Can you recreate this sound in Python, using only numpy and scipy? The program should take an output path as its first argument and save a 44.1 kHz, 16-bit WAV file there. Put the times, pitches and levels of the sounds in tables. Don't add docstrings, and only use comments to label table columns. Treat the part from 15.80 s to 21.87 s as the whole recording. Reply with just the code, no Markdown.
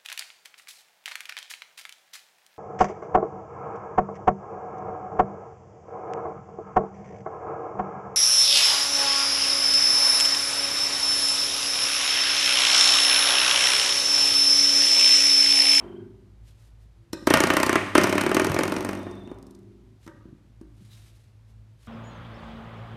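import sys
import numpy as np
from scipy import signal
from scipy.fft import rfft, irfft, next_fast_len
from scipy.io import wavfile

SR = 44100
rng = np.random.default_rng(int(sys.argv[2]) if len(sys.argv) > 2 else 0)


def put_to_file(sound):
    columns = np.atleast_2d(sound).T
    safe = np.clip(columns, -1, 1)
    whole_steps = np.round(safe * 32767)
    wavfile.write(sys.argv[1], SR, whole_steps.astype(np.int16))


N = 267775

# time_s, swing_hz, share of a swing before the return slap
SWING_CURVES = [
    [(.0225, 24.7, .5), (.52, 25.1, .49)],
    [(1.472, 14.68, .49), (1.965, 16.11, .46)],
    [(2.1536, 16.27, .44), (2.3, 18.13, .52), (2.45, 17.88, .46), (2.6, 19.67, .41), (2.85, 22.8, .43),
     (3.15, 24.42, .46), (3.27, 24.1, .35), (4.16, 25, .4)],
]
# force_db, flick_db (extra at first), hold_s, release_db_per_s,
# edge_db (metallic), crest_s (top of the throb), lean_s (furthest outward lean)
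TWANG_FORCES = [(-35.5, 3, 0.2, 150, -51, 0.0082, 0.37), (-14.5, 5, .5, 30, 2, 1.533, 2.5),
                (-18, 1.5, 0.66, 33.5, -3, 2.135, 2.94)]
WIDE_DB, NARROW_DB = -16, -26
SWAY_DB = -49


def undb(db):
    return 10 ** (np.asarray(db) / 20)


def unit(x):
    return x / np.sqrt(np.sum(x ** 2))


def through(x, response):
    return signal.fftconvolve(x, response)[:N]


def colour(points, size=4096):
    hz, db = np.transpose(points)
    f = np.fft.rfftfreq(size, 1 / SR)
    gain = undb(np.interp(np.log(f + 1), np.log(hz), db))
    cepstrum = irfft(np.log(gain))
    cepstrum[1:size // 2] *= 2
    cepstrum[size // 2 + 1:] = 0
    return unit(irfft(np.exp(rfft(cepstrum))))


def fade(t60, seconds=2):
    return np.exp(-np.log(1000) * np.arange(int(seconds * SR)) / SR / t60)


def swell(t, middle_s, half_s, db):
    return undb(db) * np.exp(-((t - middle_s) / half_s) ** 2 / 2)


def drift(points):
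    return np.interp(np.arange(N), np.linspace(0, N - 1, points), rng.standard_normal(points))


def blows(times, db):
    x = np.zeros(N)
    np.add.at(x, np.clip(times * SR, 0, N - 1).astype(int), undb(db))
    return x


def chatter(times, db, t60, rise_s):
    t = np.arange(-SR // 200, SR // 50) / SR
    shape = unit(np.exp(np.where(t < 0, t / rise_s, -np.log(1000) * t / t60)))
    contacts = rng.standard_normal((len(times), len(t))) * shape * undb(db)[:, None]
    at = np.round(times[:, None] * SR) + np.round(t * SR)
    x = np.zeros(N)
    np.add.at(x, np.clip(at, 0, N - 1).astype(int), contacts)
    return x


def tail(t60, build_s):
    decay = fade(t60)
    build = 1 - np.exp(-np.arange(len(decay)) / SR / build_s)
    return unit(rng.standard_normal(len(decay)) * decay * build)


def ringing(modes, width=0):
    t, out = np.arange(2 * SR) / SR, 0
    for hz, db, t60 in modes:
        beat = np.interp(t * hz * width, np.arange(2000), rng.standard_normal(2000)) if width else 1
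        out += undb(db) * unit(beat * np.sin(2 * np.pi * hz * t) * fade(t60))
    return out


def room_tone(air_db=-56.5, waver_db=5.5):
    # frequency_hz, level_db
    air_spectrum = [(20, -31), (36, -24.5), (52, -2), (64, -5.5), (78, -11), (112, 0.5), (140, -11),
                    (200, -18), (320, -24), (1000, -32.5), (4000, -41.5), (13000, -53.5), (16000, -69)]
    # pitch_hz, level_db
    hum_tones = [(53.8, -52.5), (107.7, -55), (215.3, -74.5), (339.1, -77.5)]
    t = np.arange(N) / SR
    out = undb(air_db) * through(rng.standard_normal(N), colour(air_spectrum))
    for hz, db in hum_tones:
        out += undb(db + waver_db * drift(40)) * np.sin(2 * np.pi * (hz * t + rng.random()))
    return out


def squeals(swing_hz=24.05, throb=0.69, bend_hz=8, wander_hz=85, ease_s=0.052):
    # start_s, end_s, pitch_hz, level_db
    rubs = [(-.04, 0.24, 3140, -66), (-.04, 0.293, 1520, -66.5), (3.126, 3.558, 3583, -60.5)]
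    t, out = np.arange(N) / SR, 0
    for start, end, hz, db in rubs:
        swing = np.cos(2 * np.pi * swing_hz * (t - start))
        gate = np.clip(np.minimum(t - start, end - t) / ease_s, 0, 1)
        phase = 2 * np.pi * np.cumsum(hz + bend_hz * swing + wander_hz * drift(2000)) / SR
        out += undb(db) * gate * (1 + throb * swing) * np.sin(phase)
    return out


def jangle(times, db, t60=0.62, full_db=-14, still_ringing_db=-30.5):
    # frequency_hz, level_db
    bright_spectrum = [(40, -48), (300, -22.5), (700, -4.5), (1300, 2), (2200, 4.5), (3100, -2.5),
                       (3500, -9.5), (6000, -17.5), (9500, -18.5), (13700, -36.5), (15000, -61.5)]
    # frequency_hz, level_db
    dull_spectrum = [(35, -38.5), (120, -17), (170, 4.5), (380, -5.5), (480, -2), (640, 3), (820, 0),
                     (1100, -1), (1700, -14.5), (2500, -22), (6000, -44)]
    times, db = np.r_[0, times], np.r_[still_ringing_db, db]
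    bright_db = full_db + 10.5 + 1.25 * (db - full_db)
    dull_db = full_db + 9.5 + 0.47 * (db - full_db)
    out = 0
    for spectrum, level_db in [(bright_spectrum, bright_db), (dull_spectrum, dull_db)]:
        power = through(blows(times, 2 * level_db), unit(fade(t60)) ** 2)
        out += through(np.sqrt(np.abs(power)) * rng.standard_normal(N), colour(spectrum))
    return out


def slap_times(swing):
    s, hz, share = np.transpose(swing)
    t = np.arange(s[0], s[-1], 1 / SR)
    turns = np.cumsum(np.interp(t, s, hz)) / SR
    outward = np.arange(np.ceil(turns[-1]))
    back = outward + np.interp(np.interp(outward, turns, t), s, share)
    back = back[back < turns[-1]]
    sides = np.r_[np.ones(len(outward)), -np.ones(len(back))]
    return np.interp(np.r_[outward, back], turns, t), sides


def swing_force(times, start, twang, flick_s=0.032, throb_hz=6, throb_db=1.2):
    db, flick_db, hold_s, release_db_per_s, _, crest_s, _ = twang
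    age = times - start
    flick = flick_db * np.exp(-(age / flick_s) ** 2)
    release = release_db_per_s * np.maximum(age - hold_s, 0)
    return db + flick - release + throb_db * np.cos(2 * np.pi * throb_hz * (times - crest_s))


def slaps(lean_period_s=0.72, scatter_db=0.53):
    # time_s, thump_db, clack_db, tick_db
    hard_slaps = [(1.472, -8, -12, -16.5), (1.503, -23, -19, -20.5), (1.5056, -7, -10, -21.5),
                  (1.539, -7.5, -5, -9.5), (1.572, -15.5, -14, -22.5), (1.6041, -11.5, -11.5, -15),
                  (1.638, -12.5, -13.5, -18.5), (1.671, -19, -17.5, -22), (1.7029, -13, -9.5, -21),
                  (1.737, -18, -18.5, -22), (1.7681, -15.5, -10, -16.5), (1.801, -17, -18, -20),
                  (1.8314, -14, -12, -16.5), (1.865, -17, -19, -22), (1.894, -14, -12, -23),
                  (1.929, -15.5, -15, -23), (1.9565, -10.5, -9.5, -23), (2.1534, -6, -5.5, -18),
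                  (2.18, -6.5, -8, -13.5), (2.2362, -26.5, -20, -18), (2.241, -13, -15, -20),
                  (2.2951, -14.5, -29, -24.5), (2.3264, -16.5, -15, -25.5), (2.354, -16, -20.5, -29),
                  (2.3803, -17, -11.5, -24), (2.411, -20, -15.5, -24), (2.464, -15, -16.5, -28),
                  (2.5151, -16, -16.5, -29), (2.5462, -13, -16.5, -18.5), (2.5677, -10, -12.5, -24),
                  (2.597, -18, -12.5, -22), (2.618, -15, -42, -29), (2.6463, -21.5, -19, -21),
                  (2.718, -23.5, -20, -28.5), (2.744, -17.5, -24.5, -24), (2.7641, -15.5, -17, -37),
                  (2.7897, -14, -17, -20), (2.809, -14.5, -19.5, -34), (2.8346, -17, -18.5, -22.5),
                  (2.9216, -16.5, -21, -28), (3.0486, -18.5, -24, -27.5), (3.0902, -18.5, -23.5, -29.5),
                  (3.1317, -22.5, -27, -38), (3.2669, -23.5, -34, -65), (3.475, -29, -42.5, -57),
                  (3.515, -26.5, -46, -55)]
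    # middle_s, half_length_s, level_db
    loose_coil = (3.68, 0.073, -50.5)
    hard = np.array(hard_slaps)
    rows = [hard]
    for swing, twang in zip(SWING_CURVES, TWANG_FORCES):
        times, side = slap_times(swing)
        edge_db, lean_s = twang[4], twang[6]
        force = swing_force(times, times[0], twang)
        depth_db = 1.5 + 0.19 * np.maximum(WIDE_DB - force, 0)
        lean = depth_db * side * np.cos(2 * np.pi * (times - lean_s) / lean_period_s)
        narrow = np.maximum(NARROW_DB - force, 0)
        force = force + lean + scatter_db * rng.standard_normal(len(times))
        thump = np.maximum(force, SWAY_DB)
        clack = force + edge_db - 2 - 1.9 * narrow
        tick = force + edge_db - 8.5 - 1.4 * narrow + 0.61 * lean
        tick = 20 * np.log10(undb(tick) + (side > 0) * swell(times, *loose_coil))
        clear_of_hard = np.abs(times[:, None] - hard[:, 0]).min(axis=1) > 0.011
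        rows.append(np.c_[times, thump, clack, tick][clear_of_hard])
    return np.vstack(rows)


def board(times, db, echo, echo_s=0.003247, scatter=0.059):
    lag = echo_s * (1 + scatter * rng.standard_normal(len(times)))
    return (blows(times, db) + echo * blows(times + lag, db)) / np.hypot(1, echo)


def thumps(times, db, hard_db=-27, knee_db=2.5):
    # frequency_hz, level_db
    knock_spectrum = [(40, -50), (130, -9), (220, -2), (350, 5.5), (450, 1), (620, -6), (900, -18),
                      (2000, -52.5), (6000, -86.5)]
    # frequency_hz, level_db
    push_spectrum = [(60, -30.5), (140, -10.5), (200, 5.5), (270, 10), (350, -1), (400, -3), (480, -18.5),
                     (700, -29.5), (1500, -45.5), (4000, -79)]
    hardness = 1 / (1 + np.exp((hard_db - db) / knee_db))
    knock_db = db + 10 * np.log10(hardness)
    push_db = db + 10 * np.log10(1 - hardness + 1e-9)
    knock = board(times, knock_db, echo=0.85) + chatter(times, knock_db - 10, t60=0.085, rise_s=0.00065)
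    push = blows(times, push_db - 3) + chatter(times, push_db - 12, t60=0.09, rise_s=0.0033)
    return through(knock, colour(knock_spectrum)) + through(push, colour(push_spectrum))


def clacks(times, db, softening=0.23, full_db=-12):
    # frequency_hz, level_db
    clack_spectrum = [(35, -56), (150, -35.5), (450, -12.5), (700, -5), (1100, 7), (2200, -2), (2900, -11),
                      (3700, -12), (6000, -25), (13700, -52.5), (15000, -71)]
    db = db + softening * np.minimum(db - full_db, 0)
    contacts = board(times, db + 16.5, echo=0.83) + chatter(times, db + 13, t60=0.054, rise_s=0.001)
    return through(contacts, colour(clack_spectrum))


def disperse(x, lag_s):
    size = next_fast_len(N + SR)
    f = np.fft.rfftfreq(size, 1 / SR)
    delay = lag_s * np.sqrt(1000 / np.maximum(f, 200))
    phase = 2 * np.pi * np.cumsum(delay) * f[1]
    return irfft(rfft(x, size) * np.exp(-1j * phase), size)[:N]


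def pings(times, db, low_hz, high_hz, t60, count):
    x, decay = np.zeros(N + SR), fade(t60, seconds=t60)
    t = np.arange(len(decay)) / SR
    notes = rng.uniform(low_hz, high_hz, (len(times), count))
    for s, size, hz in zip(times, undb(db), notes):
        i = int(s * SR)
        chord = np.sin(2 * np.pi * hz[:, None] * t).sum(axis=0)
        x[i:i + len(t)] += size * unit(decay * chord)
    return x[:N]


def ticks(times, db, stutter_s=0.002, uneven_db=4):
    # frequency_hz, level_db
    tick_spectrum = [(40, -55.5), (800, -23.5), (2500, -8.5), (4200, 2.5), (6000, 3), (7500, -3.5),
                     (9000, 2), (10600, -6.5), (13700, -4.5), (14300, -24), (16000, -37)]
    snap = chatter(times, db, t60=0.013, rise_s=0.00061)
    scrape = chatter(times, db - 6, t60=0.086, rise_s=0.0027)
    steel = snap + scrape + pings(times, db - 6, low_hz=5530, high_hz=13640, t60=0.015, count=3)
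    for lag, size in rng.standard_normal((len(times), 2, 2)).transpose(1, 2, 0):
        neighbour_times = times + stutter_s * (1 + lag)
        steel += chatter(neighbour_times, db - 8 + uneven_db * size, t60=0.0043, rise_s=0.00015)
    return through(steel, colour(tick_spectrum))


def wire_wash(clack, thump):
    # frequency_hz, level_db
    wire_spectrum = [(100, -13), (200, -4.5), (600, -5), (1200, -6), (2200, -16.5), (3200, -1), (4500, -1),
                     (14000, -26)]
    wire = colour(wire_spectrum)
    wash = through(undb(-10) * clack + undb(-16) * thump, tail(t60=0.98, build_s=0.0026))
    return through(wash, wire / np.abs(rfft(wire)).max())


def wire_ring(times, db, t60=0.32):
    # pitch_hz, level_db
    wire_modes = [(538, -1.0), (604, -0.5), (639, 0.5), (875, -1), (1051, -1.5), (1164, -2.5), (1400, -3),
                  (1432, -0.5), (1816, -3), (1844, -3), (2028, -7), (2167, -7.5), (2203, -11.5), (2264, -9),
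                  (2447, -9), (2525, -10.5), (2674, -13), (2838, -12.0), (3021, -12.5), (3085, -13),
                  (3130, -14.5), (3155, -14)]
    shares, out = rng.standard_normal((len(times), len(wire_modes))), 0
    at = np.clip(times * SR, 0, N - 1).astype(int)
    radius = np.exp(-np.log(1000) / (SR * t60))
    for (hz, mode_db), share in zip(wire_modes, shares.T):
        push = np.bincount(at, share * undb(db + mode_db), N)
        pole = radius * np.exp(2j * np.pi * hz / SR)
        out += signal.lfilter([1], [1, -pole], push).imag
    return np.sqrt(2 * (1 - radius ** 2)) * out


def stopper():
    # time_s, thump_db, clack_db, tick_db
    touches = [(1.3318, -25.5, -27, -27.5), (1.425, -33.5, -77, -82), (4.265, -39, -41.5, -52.5),
               (4.277, -43, -34, -49.5), (4.347, -41.5, -54, -92), (4.378, -50, -68, -80),
               (4.455, -35.5, -72, -81.5), (4.487, -42, -80, -73), (4.813, -34.5, -52, -56.5)]
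    # pitch_hz, level_db, t60_s
    low_modes = [(97.75, -10, 2.1), (155.2, -12.5, 0.69), (180.6, -12, 1), (196.5, -8, 1.0),
                 (254.6, -9, 0.22), (292.7, -10.5, 0.78), (342, -10, 0.47), (369.4, -5.5, 0.64)]
    free = slaps()
    slap_s, _, slap_db, _ = free.T
    times, thump_db, clack_db, tick_db = np.vstack([free, touches]).T
    thump = undb(20) * thumps(times, thump_db)
    clack = clacks(times, clack_db)
    ring = wire_wash(clack, thump) + jangle(slap_s, slap_db)
    ring += pings(slap_s, slap_db + 9.5, low_hz=845, high_hz=2933, t60=0.05, count=4)
    ring += through(blows(times, thump_db + 12), ringing(low_modes))
    ring += wire_ring(slap_s, slap_db + 4)
    ring += bent_spring(touches)
    return ticks(times, tick_db + 13.5) + disperse(thump + clack, lag_s=0.00039) + ring


def wobble(harmonic=13, bend_hz=60, throb=0.7, lag_turns=0.1, ease_s=0.024, stop_s=0.29):
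    t, out = np.arange(N) / SR, 0
    for swing, twang in zip(SWING_CURVES, TWANG_FORCES):
        s, hz, _ = np.transpose(swing)
        rate = np.interp(t, s, hz)
        angle = 2 * np.pi * (np.cumsum(rate * (t > s[0])) / SR - lag_turns)
        force = np.maximum(swing_force(t, s[0], twang), SWAY_DB)
        gate = np.clip(np.minimum((t - s[0]) / ease_s, (s[-1] - t) / stop_s), 0, 1)
        note = np.sin(harmonic * angle + bend_hz / rate * np.sin(angle))
        db = -36 - 0.7 * np.abs(force - NARROW_DB)
        out += undb(db) * gate * (1 + throb * np.cos(angle)) * note
    return out


def fur(rustle_db=-83, grain_db=2):
    # middle_s, half_length_s, level_db
    brushes = [(0.686, 0.028, -63), (0.824, 0.06, -66.5), (1.03, .025, -71.5), (4.252, 0.037, -65),
               (5.06, 0.073, -66.5), (5.16, 0.044, -57.5), (5.256, 0.039, -61), (5.359, 0.023, -65),
               (5.43, 0.064, -71.5), (5.702, 0.016, -69.5), (6.062, 0.043, -62)]
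    # frequency_hz, level_db
    fur_spectrum = [(200, -9.5), (900, -6), (2000, -0.5), (3800, 0.5), (6000, -3), (10000, -4.5),
                    (13600, -10), (14500, -29.5)]
    t = np.arange(N) / SR
    rubbing = np.sqrt(undb(rustle_db) ** 2 + sum(swell(t, *brush) ** 2 for brush in brushes))
    grain = undb(grain_db * drift(N // 300))
    return rubbing * grain * through(rng.standard_normal(N), colour(fur_spectrum))


def bent_spring(touches, sharp_db=-30):
    # pitch_hz, level_db, t60_s
    bent_modes = [(346, 3, 0.059), (370, -5.5, 0.5), (555, -4, 0.6), (937, -8, 0.35), (1210, -7.5, 0.65),
                  (1550, -6.5, 0.5), (1842, -11.5, .45)]
    # pitch_hz, level_db, t60_s
    zing_modes = [(2532, -12.5, 0.35), (3690, -12, 0.65), (4040, -10, 0.61), (4070, -4, .025),
                  (5250, -10, 0.64), (5380, -2.5, 0.03), (7500, -16, .4)]
    # pitch_hz, level_db, t60_s
    body_modes = [(293.6, -15.5, 0.45), (325, -7.5, 0.18)]
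    times, thump_db, clack_db, tick_db = np.transpose(touches)
    zing_db = tick_db - np.maximum(sharp_db - tick_db, 0)
    ring = through(blows(times, clack_db + 14), ringing(bent_modes, width=0.13))
    zing = through(blows(times, zing_db + 14), ringing(zing_modes, width=0.13))
    body = through(blows(times, thump_db + 26), ringing(body_modes))
    return ring + zing + body


def paws(hz=125):
    # time_s, level_db
    steps = [(1.558, -26), (2.234, -29), (2.697, -20), (4.526, -39.5), (5.009, -41.5)]
    times, db = np.transpose(steps)
    pad = colour([(30, -40), (hz / 2, -15), (hz, 0), (2 * hz, -10), (700, -40), (4000, -80)])
    return through(chatter(times, db + 24, t60=0.11, rise_s=0.0066), pad)


def claw(hz=3850):
    # middle_s, half_length_s, level_db
    drag = (5.13, 0.022, -61)
    band = colour([(hz / 2, -30), (hz * 0.9, -14), (hz, 0), (hz * 1.1, -14), (hz * 2, -30)])
    return swell(np.arange(N) / SR, *drag) * through(rng.standard_normal(N), band)


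def scene(room_db=-10, room_t60=0.9, room_top_hz=7000):
    near = stopper() + wobble() + squeals() + paws() + undb(-2) * fur() + claw()
    walls = signal.lfilter(*signal.butter(1, room_top_hz, fs=SR), tail(room_t60, build_s=0.015))
    return (near + undb(room_db) * through(near, walls) + room_tone())[None]


def record(dry, bass_hz=42, ceiling=1.15, top_hz=16400):
    thinned = signal.sosfilt(signal.butter(4, bass_hz, "high", fs=SR, output="sos"), dry)
    rounded = ceiling * np.tanh(thinned / ceiling)
    return signal.sosfilt(signal.ellip(8, 0.2, 70, top_hz, fs=SR, output="sos"), rounded)


dry = scene()
out = record(dry)
put_to_file(out)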